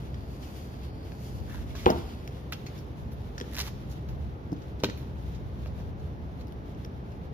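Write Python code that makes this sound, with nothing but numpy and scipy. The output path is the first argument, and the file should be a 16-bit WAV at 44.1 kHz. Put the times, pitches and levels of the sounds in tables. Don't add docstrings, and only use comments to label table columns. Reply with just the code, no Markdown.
import sys
import numpy as np
from scipy import signal
from scipy.fft import rfft, irfft, dct, next_fast_len
from scipy.io import wavfile
from scipy.ndimage import uniform_filter1d

SR = 44100
rng = np.random.default_rng(int(sys.argv[2]) if len(sys.argv) > 2 else 0)


def store_wav(level_fs):
    pcm = np.round(np.clip(np.atleast_2d(level_fs), -1, 1) * 32767)
    wavfile.write(sys.argv[1], SR, pcm.T.astype(np.int16))


def invert_db(level):
    return 10 ** (np.asarray(level, dtype=float) / 20)


N = 323253
LAG_LEFT, LAG_MIDDLE, LAG_STREET = 17, -4, -15
PRE = 40


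def read(points, hz):
    f, value = np.transpose(points)
    return np.interp(np.log(hz + 1), np.log(f + 1), value)


def evened(x):
    return x / np.sqrt(np.mean(x ** 2) + 1e-20)


def coloured(x, points):
    size = next_fast_len(N + 400)
    gain = invert_db(read(points, np.fft.rfftfreq(size, 1 / SR)))
    return irfft(rfft(x, size) * gain, size)[..., :N]


def band(x, lo_hz, hi_hz):
    sos = signal.butter(2, [lo_hz, min(hi_hz, SR * .49)], "band", fs=SR, output="sos")
    return signal.sosfilt(sos, x)


def slow(rate_hz):
    drift = band(rng.standard_normal(N), 0.079, rate_hz)
    return evened(signal.lfilter([1], [1, -np.exp(-2 * np.pi * rate_hz / SR)], drift))


def humps(rows):
    t = np.arange(0, N + 64, 64) / SR
    power = sum(invert_db(db) ** 2 * np.exp(-((t - s) / half) ** 4) for s, half, db in rows)
    return np.interp(np.arange(N) / SR, t, np.sqrt(power))


def placed(x, lag):
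    return np.array([x, np.roll(x, lag)])


def add(mix, s, sound):
    part = mix[:, round((s - PRE / SR) * SR):][:, :sound.shape[1]]
    part += sound[:, :part.shape[1]]


def blows(rows, modes, lag, drift=0.008, quick_s=0.014, spread=.3):
    hz, mode_db, t60 = np.transpose(modes)[:, :, None]
    out, t = np.zeros((2, N)), np.arange(int(np.clip(t60.max() * SR, 1500, 9000))) / SR
    lean, spot_db = .8, 1.5
    for s, db, ms, ring_db in rows:
        spot, turn, detune = rng.standard_normal((3, len(modes), 1))
        push = np.sin(np.pi * np.minimum(t[:300] * 1000 / ms, 1)) ** 2
        fade = invert_db(mode_db + spot_db * spot - 60 * t / t60)
        phase = 2 * np.pi * hz * (1 + drift * detune) * t + lean + spread * turn
        ring = np.convolve((fade * np.cos(phase)).sum(0), push)[:len(t)]
        settle = invert_db(ring_db) + (1 - invert_db(ring_db)) * np.exp(-t / quick_s)
        sound = invert_db(db) * ring / abs(ring).max() * settle
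        add(out, s, placed(np.pad(sound, PRE), lag))
    return out


def taps(rows, lag, tick_ms, scattered, size=5000, width=1.21, broad=0.99):
    out, t = np.zeros((2, N)), np.arange(size) / SR
    for s, db, hz, top_db, loose_db in rows:
        burst, left, right, shared = rng.standard_normal((4, size))
        tick = 3.5 * (t == 0) + .4 * burst * np.exp(-1000 * t / tick_ms)
        t60 = 0.076 * invert_db(0.16 * loose_db) * (1 + invert_db(loose_db) ** 2 / 4)
        fade = invert_db(min(loose_db, 0) - 60 * t / t60) * np.minimum(t / 0.00038, 1)
        tail = np.pad(scattered * np.array([left, right]) * fade, ((0, 0), (PRE, PRE)))
        drive = placed(np.pad(tick + shared * fade, PRE), lag) + tail
        body = band(drive, hz / width, hz * width) + broad * band(drive, 770, 7840)
        top = band(drive + 0.74 * tail, 9850, 16100)
        sound = body / abs(body).max() + invert_db(top_db + 4.0) * top / abs(top).max()
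        add(out, s, invert_db(db) * sound)
    return out


# (time [s], peak level [dB], contact time [ms], ring level [dB])
BASE_BLOWS = [
    (1.8585, -22, 1.5, 0),
    (1.8641, -4, 0.67, -14),
    (1.87, -15, 1.04, -3),
    (1.878, -13.5, 1.1, -2),
    (1.884, -24, 0.54, -3),
    (3.412, -28, 1.9, -9),
]
# (frequency [Hz], level [dB], t60 [s])
BASE_MODES = [(76.5, 3.5, 0.047), (97, -13.5, 0.095), (219, -20, 0.14), (261, -3, 0.11), (367, 1, 0.036),
              (395, -4, 0.21), (452, 1.5, 0.07), (770, -2, 0.05), (820, -1.5, 0.06), (908, -2, 0.24),
              (1004, -4, .07), (1180, -9, 0.032), (2280, -12, 0.06), (2500, -17, 0.05)]
# (time [s], peak level [dB], contact time [ms], ring level [dB])
EDGE_BLOWS = [
    (1.8905, -17, 0.61, -10),
    (1.896, -17, 0.7, -2),
    (1.9023, -11.5, 0.83, -18),
    (1.91, -22, 0.66, -6),
    (1.921, -22, 1.5, -5),
    (1.934, -28, 0.99, -3),
    (1.946, -24, 1.6, -5),
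    (1.961, -27, 0.71, -4),
    (1.981, -33, 0.85, 2),
]
# (frequency [Hz], level [dB], t60 [s])
EDGE_MODES = [(72, 2.5, 0.091), (203, -10, .1), (260, 0.5, 0.059), (344, -1.5, 0.14), (415, -5, 0.087),
              (475, -10, .08), (623, -1.5, 0.052), (680, -1.5, 0.046), (750, -12, 0.054), (870, -9, 0.053),
              (1120, -15, .05), (1370, -3, .05), (1940, -11, 0.052), (2100, -9, .04)]
# (time [s], peak level [dB], contact time [ms], ring level [dB])
PAD_BLOWS = [
    (4.5198, -20, 2.7, -6),
    (4.5272, -24, 0.93, -7),
]
# (frequency [Hz], level [dB], t60 [s])
PAD_MODES = [(184, -1.5, 0.11), (290, 2, 0.054), (684, -10, 0.046)]


def hollow_base():
    knocks = blows(BASE_BLOWS, BASE_MODES, LAG_LEFT)
    edge = blows(EDGE_BLOWS, EDGE_MODES, LAG_LEFT)
    return knocks + edge + blows(PAD_BLOWS, PAD_MODES, LAG_LEFT)


# (time [s], peak level [dB], tick pitch [Hz], top band [dB], looseness [dB])
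LEFT_TAPS = [(0.1432, -46, 2900, -23, -5), (0.4274, -45.5, 2730, -19, 8), (2.2765, -31, 2630, -3, -25),
             (2.6638, -39.5, 2250, -8, 3), (2.7791, -44.5, 5000, -1, -8), (2.787, -47, 5200, -4, -4),
             (3.3797, -35, 5200, -11, -7), (3.4012, -33, 5240, -3, -26), (3.412, -26, 3360, -27, -19),
             (3.5154, -45, 2620, -1, -25), (4.5635, -51, 2980, -21, -5), (4.8024, -38, 3870, -18.5, -13),
             (4.8868, -38, 1800, -30, -14), (4.898, -29, 2270, -39, -11), (6.471, -48, 5020, 1, -18),
             (6.482, -46, 4500, -1, -19), (6.861, -47, 6200, -4, -18), (2.6603, -44, 2500, -2, -11),
             (1.1205, -42, 4000, -24, -18), (1.128, -53, 4700, -20, -16), (6.5231, -43, 3290, -4, -16),
             (6.7484, -45, 2990, -25, -15), (6.8478, -43, 2780, -29, -15), (7.119, -50, 2530, -23, -6)]
# (time [s], peak level [dB], tick pitch [Hz], top band [dB], looseness [dB])
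BASE_TICKS = [
    (1.8597, -16.5, 2820, -21, -20),
    (1.8649, -31.5, 2800, -7, 8),
    (1.9027, -22, 5640, -4.5, -15.5),
    (2.276, -41, 5200, -17, -12),
    (3.413, -33.5, 1490, -28, -29),
    (4.5187, -45, 5400, -6, -15),
    (4.5303, -42, 5470, -3, -18),
    (6.848, -40, 5500, -1, -21),
]


def base_taps():
    tick_ms = .35
    ticks = taps(BASE_TICKS, LAG_LEFT, tick_ms, 1.0, size=3000, width=1.287, broad=0.17)
    return taps(LEFT_TAPS, LAG_LEFT, tick_ms, 0.99) + ticks


# (time [s], peak level [dB], contact time [ms], ring level [dB])
POLE_BLOWS = [
    (2.5235, -47, 0.26, -24),
    (4.8366, -12, 1.04, 0),
    (4.8415, -23.5, 0.74, 2),
    (4.844, -21, 0.74, -8),
    (4.8485, -26, 1.4, -2),
    (4.871, -35, 2, -16.5),
    (4.888, -28, 1.6, -2),
    (5.66, -40, 0.32, -28),
]
# (frequency [Hz], level [dB], t60 [s])
POLE_MODES = [(121, -6, 0.13), (196, -8, 0.2), (234, -8, 0.16), (303, 1, 0.11), (393, -2.5, 0.077),
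              (491, 6, 0.048), (606, -3, 0.041), (887, 2, 0.044), (1040, -29, .04), (1470, -2, 0.046),
              (1740, -8, 0.04), (1970, -21, 0.046), (2730, -1, .05), (3240, -6, 0.069)]


def pole():
    return blows(POLE_BLOWS, POLE_MODES, LAG_MIDDLE)


# (time [s], peak level [dB], tick pitch [Hz], top band [dB], looseness [dB])
TOOL_TAPS = [(1.1196, -52, 1610, -22, -3), (1.7525, -38.5, 1200, -7, 13.5),
             (2.5229, -24.5, 2550, -2, -15.5), (2.5295, -29, 2900, -12, -8), (2.8125, -50, 1780, 1, -16),
             (3.118, -48, 1500, -1, -6), (3.129, -52, 1500, 5, -5), (3.925, -41, 1530, -14, -11),
             (4.0864, -45.5, 1680, -6, 6), (4.619, -51, 1500, -20, -2), (4.8365, -23.5, 5200, -7.5, -6.5),
             (4.844, -21.5, 3300, -14, -11), (4.974, -41.5, 2260, -5.5, 5.5), (5.347, -48, 2130, -24, 6),
             (5.659, -40, 1600, -7, -20), (5.6695, -45, 4500, -9, -7), (5.7992, -48.5, 1620, -7, 5),
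             (5.9974, -54, 1520, -22, -4), (6.41, -47, 2120, -23, -4)]
# (time [s], peak level [dB], tick pitch [Hz], top band [dB])
CHATTER_TICKS = [(3.5353, -34, 3000, 1), (3.5466, -28, 1900, -7), (3.553, -27, 4540, -13),
                 (3.5672, -25, 2500, -2), (3.575, -24.5, 4020, -11), (3.577, -24, 1700, -13),
                 (3.5855, -23, 2780, -2.5), (3.586, -22, 1810, -14), (3.5918, -18, 5000, -3.5),
                 (3.5937, -25, 1270, -13), (3.596, -23, 2020, -3), (3.602, -18, 4300, -10),
                 (3.6046, -19.5, 4000, -11), (3.6046, -40, 3100, -9), (3.608, -23, 2400, -14),
                 (3.6116, -24, 5500, -5), (3.6132, -18.5, 4320, -9), (3.617, -28, 2520, -10),
                 (3.621, -26, 3500, -4), (3.623, -35, 5000, -11), (3.628, -33, 4500, -10),
                 (3.633, -35, 2500, -5), (3.639, -33, 3800, -6), (3.647, -39, 2200, -3),
                 (3.655, -41, 1800, 0), (3.66, -34, 3500, -3), (3.667, -30, 2600, -6),
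                 (3.671, -40, 1100, -8), (3.675, -31, 4200, -10), (3.684, -35, 3000, -5),
                 (3.69, -40, 2000, -5), (3.679, -34, 1100, -13)]


def tool_taps():
    chatter = [(*row, -20) for row in CHATTER_TICKS]
    run = taps(chatter, LAG_MIDDLE, 0.28, 1.0, size=1500, width=1.3, broad=1.0)
    return (taps(TOOL_TAPS, LAG_MIDDLE, 0.24, 1.0) + run) * invert_db([[-1.5], [1.5]])


# (time [s], peak level [dB], contact time [ms], ring level [dB])
CLASP_CLINKS = [(.1432, -40, 0.13, -3), (1.9028, -22, 0.19, -6), (2.2764, -41, 0.11, -5),
                (2.6645, -46, 0.16, -5), (3.38, -31.5, 0.11, 1), (3.389, -53, .15, -5),
                (3.4011, -33, 0.09, -9), (3.4119, -33, .2, -2), (4.865, -35, 0.39, -6),
                (4.888, -37, 0.4, -3), (4.8985, -30, 0.25, -9), (6.849, -36.5, 0.11, -10)]
# (frequency [Hz], level [dB], t60 [s])
CLASP_MODES = [(1350, 8, 0.015), (1790, 5.5, 0.014), (3100, -3, .015), (3600, 0, 0.018), (4200, -9, .015),
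               (5260, -0.5, 0.012), (5690, 1.5, 0.013), (7100, -13, .012)]
# (time [s], peak level [dB], contact time [ms], ring level [dB])
TOOL_CLINKS = [(1.1198, -39, 0.54, -4), (1.752, -36, 0.51, -10), (2.5228, -29.5, .2, -18),
               (2.5252, -22.5, 0.12, -26), (2.5295, -29, 0.094, -8), (2.539, -45, 0.26, -8),
               (3.5848, -23, 0.087, -29), (4.09, -41, 0.3, -8), (4.8364, -18, 0.17, -11),
               (4.844, -14.5, 0.23, -7), (4.8525, -32, 0.18, -5), (5.66, -33, 0.57, -8),
               (5.8, -39, 0.99, -7)]
# (frequency [Hz], level [dB], t60 [s])
TOOL_MODES = [(590, 3, 0.035), (980, -8, 0.03), (1356, 1, 0.011), (1580, -6, 0.072), (2500, 4.5, 0.014),
              (2900, 0.5, 0.028), (3300, -17, 0.03), (3850, 4.5, 0.018), (4300, 3.5, 0.024),
              (5400, -17, 0.023), (5700, -29, 0.012), (6600, 3.5, 0.019)]


def clinks():
    scatter = 2.5
    clasp = blows(CLASP_CLINKS, CLASP_MODES, LAG_LEFT, .012, 0.0027, scatter)
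    return clasp + blows(TOOL_CLINKS, TOOL_MODES, LAG_MIDDLE, 0.022, 0.0017, scatter)


# (time [s], peak level [dB], pitch [Hz], t60 [s])
PEBBLE_SQUEAKS = [(1.49, -53, 1140, .04), (1.51, -48, 1730, 0.061), (1.53, -49, 1420, .05),
                  (1.545, -39.5, 945, .03), (1.553, -49, 1880, .04), (1.568, -52, 1690, .04),
                  (1.592, -52, 1820, .03), (1.707, -46.5, 2220, .03), (1.75, -40.5, 1097, 0.041),
                  (1.768, -45, 3300, .03), (1.784, -47, 2420, .04), (1.794, -46, 2170, 0.041),
                  (1.812, -56, 2010, 0.043), (1.83, -50, 2000, .04), (1.905, -32, 2970, .02),
                  (2.53, -52, 2900, 0.042), (2.538, -48, 2780, 0.047), (2.5225, -31.5, 1305, 0.027),
                  (2.523, -36, 1740, .025), (2.531, -38, 5400, .03), (2.664, -47, 2100, 0.016),
                  (2.666, -42, 4340, .04), (4.853, -35, 2780, 0.024), (4.864, -37, 1900, 0.028)]


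def pebbles():
    out, t = np.zeros((2, N)), np.arange(4000) / SR
    rise_s = 0.0015
    for s, db, hz, t60 in PEBBLE_SQUEAKS:
        turn, near = rng.random(2)
        neighbour = np.sin(2 * np.pi * (hz * (1.5 + 0.071 * near) * t + turn))
        tone = np.sin(2 * np.pi * hz * t) + 0.65 * neighbour
        tone = invert_db(db - 60 * t / t60) * (1 - np.exp(-t / rise_s)) * tone
        add(out, s, placed(np.pad(tone, PRE), LAG_MIDDLE))
    return out


# (frequency [Hz], level [dB])
GRIT_COLOUR = [(400, -20), (900, -1), (1600, -1.5), (2400, -3), (3600, -1), (5000, -9), (6500, -9.5),
               (9000, -7)]


def grit(per_s, spread_db):
    hits = rng.standard_normal(N) * (rng.random(N) < per_s / SR)
    sizes = invert_db(spread_db * np.minimum(rng.exponential(1, N), 4))
    return evened(coloured(hits * sizes, GRIT_COLOUR))


def top_hiss(db):
    return invert_db(db) * evened(band(rng.standard_normal((2, N)), 5900, 18400))


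def resonate(x, hz, width_hz):
    turn = np.exp(2j * np.pi * np.cumsum(hz) / SR)
    r = np.exp(-np.pi * width_hz / SR)
    return 2 * (turn * signal.lfilter([1 - r], [1, -r], x / turn)).real


# (start [s], length [s], level [dB], grit resonance [Hz], top band [dB])
SCRAPE_STROKES = [
    (1.462, 0.18, -55.5, 1600, -4),
    (1.747, 0.044, -58, 1160, -16),
    (1.75, 0.18, -59, 2140, 3.5),
    (3.51, 0.2, -52.5, 1900, 2.5),
    (3.572, 0.061, -45.5, 4140, 0),
    (3.654, 0.047, -48, 1030, -3),
    (3.895, 0.055, -63.5, 4600, 8.5),
    (4.791, 0.023, -60, 4100, 0),
    (6.386, 0.063, -65.5, 4200, -5),
]


def scrapes():
    t = np.arange(0, N + 16, 16) / SR
    db, top_db, hz, ring = np.full((4, len(t)), -200.)
    for s, length, peak_db, grit_hz, fine_db in SCRAPE_STROKES:
        shape = np.interp((t - s) / length, [0, 0.32, 1], [1, 0, 1], 9, 9)
        press_db = peak_db - 13.5 * shape ** 2.1
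        lead = press_db > db
        db = np.where(lead, press_db, db)
        top_db = np.where(lead, fine_db, top_db)
        hz = np.where(lead, grit_hz, hz)
        ring = np.where(lead, min(0.72 * invert_db(-0.55 * (peak_db + 62)), 3), ring)
    db, top_db, hz, ring = np.repeat([db, top_db, hz, ring], 16, 1)[:, :N]
    db, hz, ring = db + 2 * slow(69), abs(hz), ring.clip(0)
    around = np.array([grit(4000, 2.8), grit(4000, 2.8)])
    body = placed(grit(2500, 3.8), LAG_MIDDLE) + .9 * around
    ringing = evened(resonate(resonate(body, hz, 900), hz, 900))
    body = (body + ring * ringing) / np.sqrt(1 + ring ** 2)
    return invert_db(db) * body + top_hiss(db + top_db + 1.0)


# (time [s], level [dB])
HAND_RUSTLE = [(0.0, -60.5), (0.25, -62.5), (0.5, -59.5), (0.9, -63.5), (1.28, -60), (1.4, -60.5),
               (1.59, -61.5), (1.98, -53.5), (2.28, -60.5), (2.49, -65.5), (2.76, -62.5), (3.06, -65),
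               (3.4, -62), (3.76, -63), (4.5, -67.5), (5.35, -63), (6.1, -68), (7.33, -67.5)]
# (middle [s], half length [s], level [dB])
CLOTH_SWISHES = [
    (.1, 0.16, -69),
    (.5, 0.21, -59),
    (1.27, 0.15, -57),
    (1.6, 0.13, -63),
    (2.15, .2, -74),
    (3.03, 0.056, -69),
    (5.25, 0.074, -70),
]
# (middle [s], half length [s], level [dB])
WEAVE_DRAGS = [
    (.45, 0.3, -74),
    (1.12, 0.33, -73),
    (2.06, 0.13, -74),
    (2.73, .04, -80),
]


def rustle():
    t = np.arange(N) / SR
    busy_s, busy_db = np.transpose(HAND_RUSTLE)
    db = np.interp(t, busy_s, busy_db)
    left = np.where(t < 2.45, 0.7, 0.28)
    around = np.array([grit(9000, 2.3), grit(9000, 0.64)])
    body = left * placed(grit(6000, 0.97), LAG_LEFT) + np.sqrt(1 - left ** 2) * around
    flicker_db = 2.0 * slow(11.0)
    fine = np.hypot(invert_db(-90.5 + 0.24 * (db + 69)), humps(CLOTH_SWISHES))
    weave = humps(WEAVE_DRAGS) * evened(band(body, 4200, 5160))
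    hiss = fine * top_hiss(flicker_db) * invert_db([[1.5], [-1.5]])
    return invert_db(db + 2.5 + flicker_db) * body + weave + hiss


def terrace(x, t60, gap_ms):
    t = np.arange(SR // 2) / SR
    echoes = rng.choice([-1., 1.], (2, len(t))) * (rng.random((2, len(t))) < .05)
    tail = echoes * invert_db(-60 * t / t60) * (t > gap_ms / 1000)
    return signal.fftconvolve(x, tail / np.linalg.norm(tail[0]), axes=1)[:, :N]


# (frequency [Hz], level [dB per Hz])
TRAFFIC_MID = [(15, -60), (25, -3), (48, -4.5), (75, -1.5), (133, -9.5), (160, -9.5), (429, -18.5),
               (460, -20.5), (592, -25.5), (649, -26.5), (711, -28), (1180, -38), (6000, -59.5),
               (7800, -104), (13200, -120)]
# (frequency [Hz], level [dB per Hz])
TRAFFIC_SIDE = [(15, -41), (25, -22), (64, -5), (133, -14.5), (383, -17), (800, -20.5), (1100, -25.5),
                (2000, -35), (6000, -59), (7800, -56), (13200, -120)]


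def rumble(gust):
    mid = invert_db(-40) * evened(coloured(rng.standard_normal(N), TRAFFIC_MID))
    side = invert_db(-51.5) * evened(coloured(rng.standard_normal(N), TRAFFIC_SIDE))
    swell = (gust / invert_db(-58.0)) ** 0.23
    mid = mid + (swell - 1) * band(mid, 41, 236)
    street = evened(coloured(rng.standard_normal(N), TRAFFIC_SIDE))
    return np.array([mid + side, mid - side]) + invert_db(-54) * placed(street, LAG_STREET)


# (peak [s], half length [s], level [dB])
WIND_GUSTS = [
    (0, 0.21, -45),
    (1.57, 0.24, -42),
    (2.26, 0.15, -55),
    (3.1, 0.19, -47),
    (3.75, 0.22, -48),
    (4.2, 0.12, -41.5),
    (5.35, 0.088, -45),
    (5.75, 0.58, -42.5),
    (7.33, 0.26, -53),
]


def gusts():
    return np.hypot(invert_db(-57.5), humps(WIND_GUSTS))


def wind(gust):
    lumps = np.array([invert_db(2.0 * slow(6.5)), invert_db(0.73 * slow(6.2))])
    air = band(band(rng.standard_normal((2, N)), 49.0, 88), 21, 260)
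    return gust * evened(lumps * air)


# (frequency [Hz], level [dB])
PUMP_HUM = [(64.6, -45.5), (129.2, -46.5)]


def pump():
    speed = np.cumsum(1 + 0.011 * slow(2.5)) / SR
    low = sum(invert_db(db + 1.55 * slow(2.04)) * np.sin(2 * np.pi * hz * speed) for hz, db in PUMP_HUM)
    whine = invert_db(-65) * np.sin(2 * np.pi * 866.7 * np.arange(N) / SR)
    return low + placed(whine, LAG_STREET)


def scene():
    hits = hollow_base() + base_taps() + pole() + tool_taps() + clinks() + pebbles()
    echoes = invert_db(-13.5) * terrace(hits, 0.54, 3.6)
    gust = gusts()
    return hits + echoes + scrapes() + rustle() + rumble(gust) + wind(gust) + pump()


# (frequency [Hz], level [dB])
LINE_FLOOR = [(700, -32), (1400, -22), (4700, -17), (5700, -11), (6900, -2), (7800, 2), (8700, 6),
              (8950, 14), (9350, 14), (9500, -4.5), (16000, -4.5)]


def thinned(x):
    count, lead_in = N // 1024 + 2, 731
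    window = signal.windows.kaiser_bessel_derived(2048, 4 * np.pi)
    pair = np.pad([x[0] + x[1], x[0] - x[1]], ((0, 0), (lead_in, 4096)))
    spans = np.arange(count)[:, None] * 1024 + np.arange(2048)
    a, b, c, d = np.split(pair[:, spans] * window, 4, 2)
    z = dct(np.dstack([-c[..., ::-1] - d, a - b[..., ::-1]]), 4, norm="ortho")
    local = np.sqrt(uniform_filter1d(z ** 2, size=33, axis=2).clip(0))
    usual = np.median(local, 1, keepdims=True)
    local[..., :440] = np.sqrt(local * usual)[..., :440]
    patches_db = 3 * rng.standard_normal((2, count // 2 + 1, 64))
    patches_db = patches_db.repeat(16, 2).repeat(2, 1)[:, :count]
    keep = abs(z) > local * invert_db(read(LINE_FLOOR, np.arange(1024) * SR / 2048) + patches_db)
    treble = (z[..., 100:300] ** 2).sum((0, 2))
    sudden = treble > 3.5 * np.minimum(np.roll(treble, 1), np.roll(treble, 2))
    outside_gap = abs(np.arange(1024) - 405) > 30
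    keep = keep | (sudden[:, None] & outside_gap)
    p, q = np.split(dct(z * keep, 4, norm="ortho"), 2, 2)
    early = np.dstack([q, -q[..., ::-1]]) * window[:1024]
    late = np.dstack([-p[..., ::-1], -p]) * window[1024:]
    joined = (early + np.roll(late, 1, 1)).reshape(2, -1)
    mid, side = joined[:, lead_in:lead_in + N] / 2
    return np.array([mid + side, mid - side])


def low_pass(x):
    return signal.sosfilt(signal.butter(12, 16500, fs=SR, output="sos"), x)


# (frequency [Hz], level [dB])
TONE_COLOUR = [(15, -60), (30, -17), (50, -0.21), (6000, 3.5), (7200, -2), (8200, -10.5), (8800, -9.5),
               (9250, -7.5), (9500, -7.5), (10200, -3.5), (15300, -4.5), (15800, -32), (16500, -45),
               (16800, -90)]


def record(dry):
    heard = coloured(np.pad(dry, ((0, 0), (0, 400)), "reflect"), TONE_COLOUR)
    finished = thinned(heard)
    return low_pass(finished)


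dry = scene()
out = record(dry)
store_wav(out)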